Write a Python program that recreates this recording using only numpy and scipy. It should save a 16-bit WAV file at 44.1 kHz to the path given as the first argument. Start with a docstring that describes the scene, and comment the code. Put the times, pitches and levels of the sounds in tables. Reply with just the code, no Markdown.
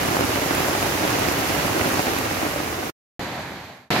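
"""A muddy river in flood, heard from three places in turn. First, on the bank, heavy rain drums on the
taut cloth of an umbrella just overhead and splashes on the ground, over the roar of countless bubbles.
This view fades and cuts to silence at 2.9 s. At 3.2 s the flood returns, duller from across a field,
and fades right out. At 3.9 s a loud stretch of torrent cuts in for the last moment."""
import sys
import numpy as np
from scipy import signal
from scipy.fft import rfft, irfft
from scipy.io import wavfile

SR = 44100
rng = np.random.default_rng(int(sys.argv[2]) if len(sys.argv) > 2 else 0)


def waveform_to_disk(signal):
    """Save audio, clipped to [-1, 1], as 16-bit WAV at the path in sys.argv[1]."""
    frames = np.transpose(np.atleast_2d(signal))
    scaled = np.clip(frames, -1, 1) * 32767
    samples = np.round(scaled).astype(np.int16)
    wavfile.write(sys.argv[1], SR, samples)


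N = 176400
GRAIN = 4096  # samples in one drop's sound
BANK_END_S, FIELD_START_S, TORRENT_START_S = 2.899, 3.194, 3.904


def water(spectrum, alike_hz):
    """Countless bubbles merge to a roar that churns octave by octave and surges slightly as a whole."""
    hz = np.fft.rfftfreq(N, 1 / SR)
    roar = stereo_noise(alike_hz, size=N) * gains(spectrum, hz) * np.sqrt(SR / 2)
    octave = np.log2(np.clip(hz, 60, 15360) / 60)
    churn_db, surge_db = .6, .25
    bands = (irfft(roar * np.maximum(1 - abs(octave - k), 0), N) for k in range(9))
    churning = sum(band * undb(churn_db * wander(rate_hz=14)) for band in bands)
    return churning * undb(surge_db * wander(rate_hz=3))


def river_from_bank():
    """The flood close by, with the hiss of rain on top."""
    # The roar's colour. Each row: frequency in Hz, left and right relative level in dB.
    spectrum = [(20, -78.5, -82), (40, -80.5, -71.5), (62, -60.5, -56), (111, -53.0, -50), (204, -58, -58),
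                (456, -54, -54.5), (730, -55, -56.5), (1190, -59.5, -56), (2000, -61, -57.5),
                (2910, -63.5, -60), (3200, -66, -63.5), (6550, -68.5, -65.5), (8530, -74.0, -74.5),
                (12000, -71, -67.5), (15500, -74, -76)]
    return undb(-2) * water(spectrum, alike_hz=700)


def river_across_field():
    """The flood from farther off, softer and duller."""
    # The distant roar's colour. Each row: frequency in Hz, left and right relative level in dB.
    spectrum = [(29.9, -93, -91), (80, -62, -63.5), (130, -61.5, -61.5), (220, -61.5, -60.5),
                (340, -64.3, -63), (480, -66.5, -69), (630, -61, -62.5), (950, -66.5, -64),
                (1260, -69.5, -68.5), (1700, -69.5, -65), (2400, -72.5, -68.5), (2800, -76.5, -74),
                (4330, -77, -73), (5300, -83, -83), (6800, -86, -82), (9300, -94.5, -94), (12100, -82, -96),
                (14700, -96, -105), (15700, -115, -125)]
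    return undb(3) * water(spectrum, alike_hz=1490)


def torrent():
    """A loud stretch of rushing water, heavy in the low mids."""
    # The torrent's colour. Each row: frequency in Hz, left and right relative level in dB.
    spectrum = [(30, -81.9, -80.8), (60, -64, -64), (100, -49.5, -49.5), (230, -47, -46), (493, -53, -54.5),
                (720, -50.5, -50), (1210, -57.5, -55), (2300, -59, -55), (2980, -64, -61.5),
                (4430, -63.5, -61.5), (5950, -72.5, -70.5), (10300, -80.5, -81.4), (12000, -69.5, -82.9),
                (14800, -83, -92.4), (15800, -105, -105)]
    return water(spectrum, alike_hz=1300)


def umbrella():
    """Drips and rain dent the cloth and spray off it; each spot they hit rings a little differently."""
    # Heavy drips. Each row: start in seconds, relative level in dB.
    drips = [(0.0303, -21), (0.129, -19), (0.168, -14.5), (0.209, -13.5), (0.24, -15), (0.318, -19.5),
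             (0.509, -16), (0.604, -17), (0.683, -19), (0.751, -16.5), (0.827, -15), (1.051, -16.5),
             (1.077, -17), (1.129, -19), (1.147, -20.5), (1.186, -19), (1.219, -18.5), (1.286, -13.5),
             (1.314, -18), (1.501, -19.5), (1.653, -17.5), (1.813, -15), (1.9446, -21.5), (1.994, -15.5),
             (2.069, -14), (2.1643, -20.5), (2.186, -17), (2.312, -19), (2.429, -17.5), (2.465, -16.5),
             (2.602, -17), (2.661, -20.5), (2.726, -17.5)]
    # The taut cloth's modes. Each row: pitch in Hz, seconds to fall 60 dB, left and right level in dB.
    cloth = [(270, 0.064, -17.5, -23.5), (304.3, 0.087, -21.5, -11.5), (368.5, .05, -17, -11),
             (567, 0.031, -10.5, -13), (710, 0.027, -10.5, -9.5)]
    # A drop's slap on the cloth. Each row: frequency in Hz, left and right relative level in dB.
    slap_colour = [(50, -24.5, -13), (128.8, 0.5, -4), (404, 1, -3), (800, -1.5, -4.5), (1290, -2.5, -1.5),
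                   (2700, -12.5, -4), (3400, -20.5, -19), (7000, -26, -23), (15000, -39, -38)]
    drip_db, rain_db, slap_db = 6, -23.5, 11.5
    lag_s, lag_spread_s = .00037, .00012  # the right side hears the cloth later
    out, t = np.zeros((2, N)), np.arange(GRAIN) / SR
    modes, slap = np.array(cloth), response(slap_colour)
    decays = np.exp(-np.log(1000) * t / modes[:, 1:2])
    dent = -2.4 * irfft(slap)  # the cloth is pushed in, then springs back and rings

    def drop():
        hz = modes[:, :1] * (1 + 0.059 * rng.standard_normal((len(modes), 1)))
        strength = undb(2.55 * rng.standard_normal((len(modes), 1)))
        ring = undb(modes[:, 2:].T) @ (strength * decays * np.sin(2 * np.pi * hz * t))
        return ring + undb(slap_db) * (dent + spray(slap, decay_s=.0012))

    for s, db in drips:
        add(out, s, undb(db + drip_db) * drop(), lag_s)
    spots = [drop() for _ in range(96)]
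    count = 1600
    landings, lags = rng.integers(len(spots), size=count), rng.standard_normal(count)
    rain = shower(per_s=260, spread_db=3.5, count=count)
    for (s, db), spot, lag in zip(rain, landings, lags):
        add(out, s, undb(db + rain_db) * spots[spot], lag_s + lag_spread_s * lag)
    return out


def ground():
    """Drops burst on wet concrete: a few sharp, faintly pitched splashes over a fine spatter."""
    # Close splashes. Each row: start in seconds, relative level in dB, pitch in Hz, left minus right in dB.
    splashes = [(0.0328, -26.5, 11200, 0), (0.2502, -30, 11900, -4), (0.5492, -20, 9900, 1),
                (0.598, -25, 11100, -1), (0.6286, -27, 11700, -2), (1.1047, -28, 10800, 0),
                (1.1938, -25.5, 10500, -3), (1.3225, -22, 11800, 2), (1.3889, -27, 11900, 0),
                (1.5803, -27, 12000, 2), (1.6647, -28, 11500, -2), (1.8886, -26, 13700, 1.5),
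                (1.9395, -28, 9900, 5.5), (2.0205, -26, 12300, -3), (2.1866, -23, 12100, -2.5),
                (2.4053, -25, 13400, -3), (2.4728, -28, 12600, -7)]
    # A splash's bright colour. Each row: frequency in Hz, relative level in dB.
    splash_colour = [(1500, -27), (5000, -11), (8000, -3), (10000, 3), (12500, 1.5), (15500, -5)]
    splash_db, spatter_db, decay_s = 11, -31, .0009
    ring_db, ring_width_hz = 8, 900
    out, colour = np.zeros((2, N)), response(splash_colour)
    hz, sides = np.fft.rfftfreq(GRAIN, 1 / SR), np.array([[1], [-1]])
    for s, db, pitch_hz, pan_db in splashes:
        ring = 1 + (undb(ring_db) - 1) / (1 + 2j * (hz - pitch_hz) / ring_width_hz)
        add(out, s, undb(db + splash_db + sides * pan_db / 2) * spray(colour * ring, decay_s))
    ticks = [spray(colour, decay_s) * undb(sides * 2.8 * rng.standard_normal()) for _ in range(64)]
    for k, (s, db) in enumerate(shower(per_s=130, spread_db=5.5, count=900)):
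        add(out, s, undb(db + spatter_db) * ticks[k % len(ticks)])
    return out


def spray(colour, decay_s):
    """A drop's spray: a quickly dying puff of coloured noise."""
    t = np.arange(GRAIN) / SR
    puff = irfft(stereo_noise(alike_hz=704, size=GRAIN)) * np.exp(-t / decay_s)
    return irfft(rfft(puff) * colour) / 2


def shower(per_s, spread_db, count):
    """Random drops until the bank view ends. Each row: start in seconds, relative level in dB."""
    chance = rng.random((count, 2))
    times = np.cumsum(-np.log(1 - chance[:, 0])) / per_s
    levels = spread_db * np.minimum(-np.log(1 - chance[:, 1]), 2.0)  # mostly small, capped at two spreads
    return np.column_stack([times, levels])[times < BANK_END_S]


def stereo_noise(alike_hz, size):
    """Spectra of a left and a right noise, alike below alike_hz and wide above it."""
    alike = .99 / (1 + (np.fft.rfftfreq(size, 1 / SR) / alike_hz) ** 2)
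    centre = np.sqrt(alike) * rfft(rng.standard_normal(size))
    return centre + np.sqrt(1 - alike) * rfft(rng.standard_normal((2, size)))


def wander(rate_hz):
    """Smooth random drift with a spread of 1."""
    hz = np.fft.rfftfreq(N, 1 / SR)
    drift = irfft(rfft(rng.standard_normal(N)) * (hz > 0) / (1 + (hz / rate_hz) ** 2), N)
    return drift / drift.std()


def response(table):
    """Causal frequency response with the given colour, so that attacks stay sharp."""
    cepstrum = irfft(np.log(gains(table, np.fft.rfftfreq(GRAIN, 1 / SR))))
    cepstrum[:, 1:GRAIN // 2] *= 2
    cepstrum[:, GRAIN // 2 + 1:] = 0
    return np.exp(rfft(cepstrum))


def gains(table, hz):
    """Each dB column of a spectrum as gains at the given frequencies."""
    rows = np.array(table, float)
    return undb([np.interp(np.log(hz + 1), np.log(rows[:, 0]), col) for col in rows.T[1:]])


def undb(db):
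    """Decibels to gain."""
    return 10 ** (np.asarray(db) / 20)


def add(out, s, pair, lag_s=0):
    """Mix a short stereo sound in at time s, its right side late by lag_s."""
    for side, wave, at in zip(out, pair, (s, s + lag_s)):
        i = int(np.clip(at * SR, 0, N))
        side[i:i + len(wave)] += wave[:N - i]


def microphone(sound, low_cut_hz=52):
    """The phone's microphone loses the deep bass."""
    return signal.sosfilt(signal.butter(4, low_cut_hz, "high", fs=SR, output="sos"), sound)


def scene():
    """Bank, field and torrent one after another, with plain fades and hard cuts."""
    t = np.arange(N) / SR
    bank = microphone(river_from_bank() + umbrella() + ground())
    field = microphone(river_across_field())
    rush = microphone(torrent())
    bank_fade_s, cut_decay_s, field_fade_s = 0.97, 0.0038, 0.67
    bank_fade = np.interp(t, [BANK_END_S - bank_fade_s, BANK_END_S], [1, 0.46])
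    bank_cut = np.exp(-np.maximum(t - BANK_END_S, 0) / cut_decay_s)
    field_fade = (t >= FIELD_START_S) * np.clip((TORRENT_START_S - t) / field_fade_s, 0, 1) ** 1.045
    return bank * bank_fade * bank_cut + field * field_fade + rush * (t >= TORRENT_START_S)


def record(dry, top_hz=15750):
    """The phone cuts off the top of the treble."""
    return signal.sosfilt(signal.ellip(12, .1, 90, top_hz, fs=SR, output="sos"), dry)


dry = scene()
out = record(dry)
waveform_to_disk(out)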